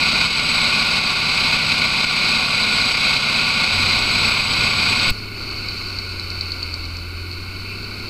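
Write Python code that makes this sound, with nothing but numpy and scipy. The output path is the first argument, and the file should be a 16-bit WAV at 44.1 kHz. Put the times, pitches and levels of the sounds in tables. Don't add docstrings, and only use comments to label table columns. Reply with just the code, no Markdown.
import sys
import numpy as np
from scipy import signal
from scipy.fft import rfft, irfft
from scipy.io import wavfile

SR = 44100
rng = np.random.default_rng(int(sys.argv[2]) if len(sys.argv) > 2 else 0)


def volts(x):
    e = np.asarray(x, float) / 20
    return 10 ** e


def unload_wav(signal):
    wavfile.write(
        sys.argv[1],
        SR,
        np.round(np.clip(np.atleast_2d(signal).T, -1, 1) * 32767).astype(np.int16),
    )


N = 356769
TIME = np.arange(N) / SR


def evened(x):
    return x / np.sqrt(np.mean(x ** 2) + 1e-20)


def curves(rows):
    s, *columns = np.transpose(rows)
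    return [np.interp(TIME, s, column) for column in columns]


def drift(cutoff_hz, size=64):
    lowpass = signal.butter(2, cutoff_hz, fs=SR / size, output="sos")
    slow = signal.sosfilt(lowpass, rng.standard_normal(N // size + 2))
    return np.interp(np.arange(N) / size, np.arange(len(slow)), evened(slow))


def ramp_up(end_s, length_s):
    return np.clip((TIME - end_s) / length_s + 1, 0, 1)


def colour(modes, body=None, size=8192):
    hz = np.fft.rfftfreq(size, 1 / SR)
    power = sum(volts(db) ** 2 / (1 + ((hz - f) / width) ** 2) ** 2 for f, width, db in modes)
    if body:
        f, db = np.transpose(body)
        power = power + volts(np.interp(np.log(hz + 1), np.log(f + 1), db)) ** 2
    cepstrum = irfft(np.log(power + 1e-10) / 2)
    cepstrum[1:size // 2] *= 2
    cepstrum[size // 2 + 1:] = 0
    response = irfft(np.exp(rfft(cepstrum)))
    return evened(response) / np.sqrt(size)


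def through(x, response):
    return signal.oaconvolve(x, response)[:N]


def orders(turns, table, waver_db):
    total = np.zeros(N)
    for multiple, db in table:
        gain = volts(db + waver_db * drift(2.6))
        total += gain * np.sqrt(2) * np.sin(2 * np.pi * (multiple * turns + rng.random()))
    return total


def turbulence(turns, throb, flicker_db, chips_per_s, chips_db):
    beat = 1 + throb * np.cos(2 * np.pi * 2 * turns)
    air = rng.standard_normal(N) * beat * volts(flicker_db * drift(49))
    ticks = (rng.random(N) < chips_per_s / SR) * rng.standard_normal(N) * volts(chips_db)
    return evened(air + ticks)


# (multiple of the engine cycle, level [dB])
NEAR_ORDERS = [(.62, -50), (2, -47), (2.5, -52), (3, -43), (4, -45), (5, -50), (6, -44), (7, -56), (8, -43),
               (9, -43), (10, -41), (11, -55), (12, -49), (13, -46), (14, -42), (15, -44), (16, -49),
               (17, -54), (19, -54), (21, -54), (24, -57), (36, -53), (39, -54), (48, -51), (72, -50)]


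def near_engine(turns):
    return orders(turns, NEAR_ORDERS, waver_db=1.5)


# (frequency [Hz], relative level per Hz [dB])
NEAR_BODY = [(15, -17), (60, -21), (220, -9.5), (330, -18.5), (560, -17), (950, -17), (1600, -52),
             (1850, -85), (3200, -24), (5200, -23), (7000, -42), (11000, -38.5), (15500, -44.5)]
# (centre [Hz], width [Hz], relative level per Hz [dB])
NEAR_CASE = [(626, 18, -22), (754, 28, -15), (907.5, 23, -10), (1056, 88, -11.5), (1146, 63, -7.5),
             (1424, 120, -8), (1451, 29, -5.5), (2199, 91, -2), (2463, 181, -0.5), (2936, 310, -10.5),
             (3860, 450, -8), (4047, 100, -3), (4547, 342, -5), (6020, 130, -25), (6550, 64, -21),
             (6740, 260, -26.5), (7980, 440, -24.5), (9350, 350, -33), (10200, 260, -37)]


def near_roar(turns):
    air = turbulence(turns, throb=.09, flicker_db=.7, chips_per_s=200, chips_db=10)
    return through(air * volts(-17), colour(NEAR_CASE, NEAR_BODY))


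# (time [s], level [dB])
WHINE = [(0, -44), (.5, -38), (.85, -46), (2.25, -45.5), (2.75, -39.5), (3.05, -45.5), (3.5, -44.5),
         (4.25, -39.5), (4.75, -41.5), (5.05, -38.5)]
# (time [s], frequency [Hz])
WHINE_HZ = [(0, 7965), (1.2, 7952), (1.75, 7930), (2.2, 7952), (3, 7965), (3.6, 7945), (3.7, 7910),
            (5.1, 7893)]


def turbocharger_whine(turns):
    swing = np.cos(2 * np.pi * (turns + .34))
    hz = curves(WHINE_HZ)[0] + 45 * swing + 5 * drift(100)
    db = curves(WHINE)[0] - 4 * swing + 1.8 * drift(30)
    return volts(db) * np.sqrt(2) * np.sin(2 * np.pi * np.cumsum(hz) / SR)


# (time [s], depth [dB])
DIPS = [(0.268, 3.5), (.8274, 1.5), (.9925, 2.5), (1.1323, 3), (1.5694, 2), (1.7519, 1.5), (1.86, 2.5),
        (2.0504, 3), (2.41, 3), (2.655, 1.5), (2.923, 2), (3.1759, 2.5), (3.43, 1), (3.4928, 2),
        (3.6457, 2), (4.0017, 2), (4.33, 2), (4.4096, 3), (4.6921, 2.5), (4.9369, 1.5)]


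def dips():
    creep_db_per_s = 12.5
    depths = [(TIME >= s) * np.maximum(db - creep_db_per_s * (TIME - s), 0) for s, db in DIPS]
    return volts(-np.max(depths, axis=0))


# (time [s], speed [engine cycles per s])
NEAR_SPEED = [(0, 16.25), (.7, 16.38), (1.5, 16.14), (1.9, 15.81), (2.3, 15.8), (3.1, 16.07), (3.5, 15.92),
              (3.9, 15.5), (4.3, 15.55), (5.1, 15.35)]


def on_deck():
    turns = np.cumsum(curves(NEAR_SPEED)[0]) / SR
    mix = near_roar(turns) + turbocharger_whine(turns) + near_engine(turns)
    return dips() * mix * (1 - ramp_up(5.116, .016))


def firing_hum(turns, speed):
    free_db, load_gain_db = -37, 5.5
    free_speed, lug_speed = 16.9, 14
    surge_db, surge_s = 5, .4
    since = np.maximum(TIME - FAR_SPEED[0][0], 0)
    lug = (free_speed - speed) / (free_speed - lug_speed)
    db = free_db + load_gain_db * lug + surge_db * np.exp(-since / surge_s)
    return volts(db) * orders(turns, [(6, 0)], waver_db=.6)


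# (multiple of the engine cycle, level running free [dB], level under load [dB])
FAR_ORDERS = [(.62, -47, -49), (2, -46, -46), (3, -56, -43), (4, -45, -53), (5, -54, -49), (7, -52, -60),
              (7.5, -49, -62), (8, -56, -54), (9, -62, -53), (10, -51, -60), (11, -55, -62), (12, -48, -54),
              (14, -49, -60), (15, -52, -57), (16, -56, -57), (18, -59, -58), (19, -56, -57),
              (20, -54, -55), (21, -59, -57), (22, -56, -58), (23, -53, -58), (24, -53, -57),
              (25, -55, -53), (26, -57, -60)]


def far_engine(turns, speed):
    load = np.clip((16.2 - speed) / 1.6, 0, 1)
    table = [(multiple, free + load * (loaded - free)) for multiple, free, loaded in FAR_ORDERS]
    return orders(turns, table, waver_db=1.5)


# (time [s], engine roar level [dB], chip rush level [dB])
FAR_ROAR = [(5.15, -34.5, -33), (5.23, -33.5, -35), (5.3, -35, -37.5), (5.43, -31.5, -32),
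            (5.8, -31.5, -30), (6.15, -33, -33), (6.65, -33, -32.5), (7.13, -36, -38), (7.7, -34.5, -35.5),
            (8.09, -34, -34)]
# (frequency [Hz], relative level per Hz [dB])
FAR_BODY = [(15, 0.5), (70, -7.5), (150, -13.5), (380, -10.5), (520, -17), (800, -21), (1250, -16),
            (1700, -37), (2000, -24), (3300, -28.5), (3800, -16.5), (5200, -38), (7000, -43), (9000, -39)]
# (centre [Hz], width [Hz], relative level per Hz [dB])
FAR_CASE = [(1115, 104, -14), (1440, 90, -6.5), (2215, 100, -5), (2422, 77, -6), (2623, 127, -7),
            (2995, 70, -11)]


def far_roar(turns):
    air = turbulence(turns, throb=0.033, flicker_db=0.47, chips_per_s=110, chips_db=7)
    return through(air * volts(curves(FAR_ROAR)[0]), colour(FAR_CASE, FAR_BODY))


# (centre [Hz], width [Hz], relative level per Hz [dB])
CUTTING = [(4080, 100, 1.5), (4460, 200, 7.5), (4710, 300, -20), (5240, 210, -10), (5960, 150, -17.5),
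           (6640, 330, -20), (7600, 150, -34), (8080, 500, -22.5)]


def chip_rush(turns):
    rush = turbulence(turns, throb=0.035, flicker_db=0.5, chips_per_s=110, chips_db=16)
    return through(rush * volts(curves(FAR_ROAR)[1]), colour(CUTTING))


def microphone_hiss():
    return volts(-51) * rng.standard_normal(N)


# (time [s], speed [engine cycles per s])
FAR_SPEED = [(3.7, 15.3), (4.4, 16.3), (4.7, 16.7), (5.05, 16.9), (5.35, 16.85), (5.65, 16.26),
             (6.25, 14.95), (6.85, 13.98), (7.15, 14.35), (7.75, 16.07), (8.09, 16.9)]


def across_the_yard():
    speed = curves(FAR_SPEED)[0]
    turns = np.cumsum(speed) / SR
    hum = firing_hum(turns, speed) + far_engine(turns, speed)
    noise = far_roar(turns) + chip_rush(turns) + microphone_hiss()
    return (hum + noise + knocks() + scrape()) * ramp_up(FAR_SPEED[0][0] + 0.035, .03)


def switch_off():
    release_s, click_s = 5.1145, 5.104
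    rise = np.exp(np.minimum(TIME - release_s, 0) / 0.018)
    push = -.24 * rise * np.exp(-(np.maximum(TIME - release_s, 0) / 0.0019) ** 2)
    bright = np.diff(rng.standard_normal(N + 1))
    click = bright * np.exp(-((TIME - click_s) / 0.00084) ** 2)
    return push + volts(-24) * click


# (time [s], peak level of the blow [dB], crackle peak relative to it [dB])
KNOCKS = [(5.3802, -25, -18), (5.47, -25, -18), (5.585, -23, -18), (5.686, -15, -19), (5.7834, -19, -18),
          (5.885, -18, -18), (5.9867, -12, -19), (6.0911, -26, -14), (6.1964, -14, -19),
          (6.3025, -13.5, -18), (6.4098, -8, -22), (6.5189, -11.5, -19), (6.6286, -12.5, -19),
          (6.7402, -14, -13), (6.8532, -20, -14), (6.9682, -22, -8), (7.3138, -21, -24)]


def knocks():
    out = np.zeros(N)
    t = np.arange(2600) / SR
    low = colour(CUTTING[:3])[:len(t)] * np.minimum(t / .001, 1)
    high = colour(CUTTING[3:])
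    for s, db, bright_db in KNOCKS:
        blow = rng.standard_normal(len(t)) * (volts(-33) * np.exp(-t / .02) + volts(-25) * np.exp(-t / .001))
        blow[0] = 1
        crackle = rng.standard_normal(len(t)) * np.exp(-t / .004)
        ring = signal.fftconvolve(blow, low)[:len(t)]
        fizz = signal.fftconvolve(crackle, high)[:len(t)]
        knock = ring / abs(ring).max() + volts(bright_db) * fizz / abs(fizz).max()
        out[round(s * SR):][:len(t)] += volts(db) * knock
    return out


def scrape():
    swell = np.exp(-((TIME - 7.71) / .05) ** 2)
    return through(volts(-34) * swell * rng.standard_normal(N), colour(FAR_CASE[3:5]))


def scene():
    return (on_deck() + switch_off() + across_the_yard())[None]


def roll_off(x):
    return signal.sosfilt(signal.butter(12, 15560, fs=SR, output="sos"), x)


def record(dry):
    edge = signal.firwin(511, 15250, window=("kaiser", 9), fs=SR)
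    mix = signal.oaconvolve(dry, edge[None], "same")
    return roll_off(mix)


dry = scene()
out = record(dry)
unload_wav(out)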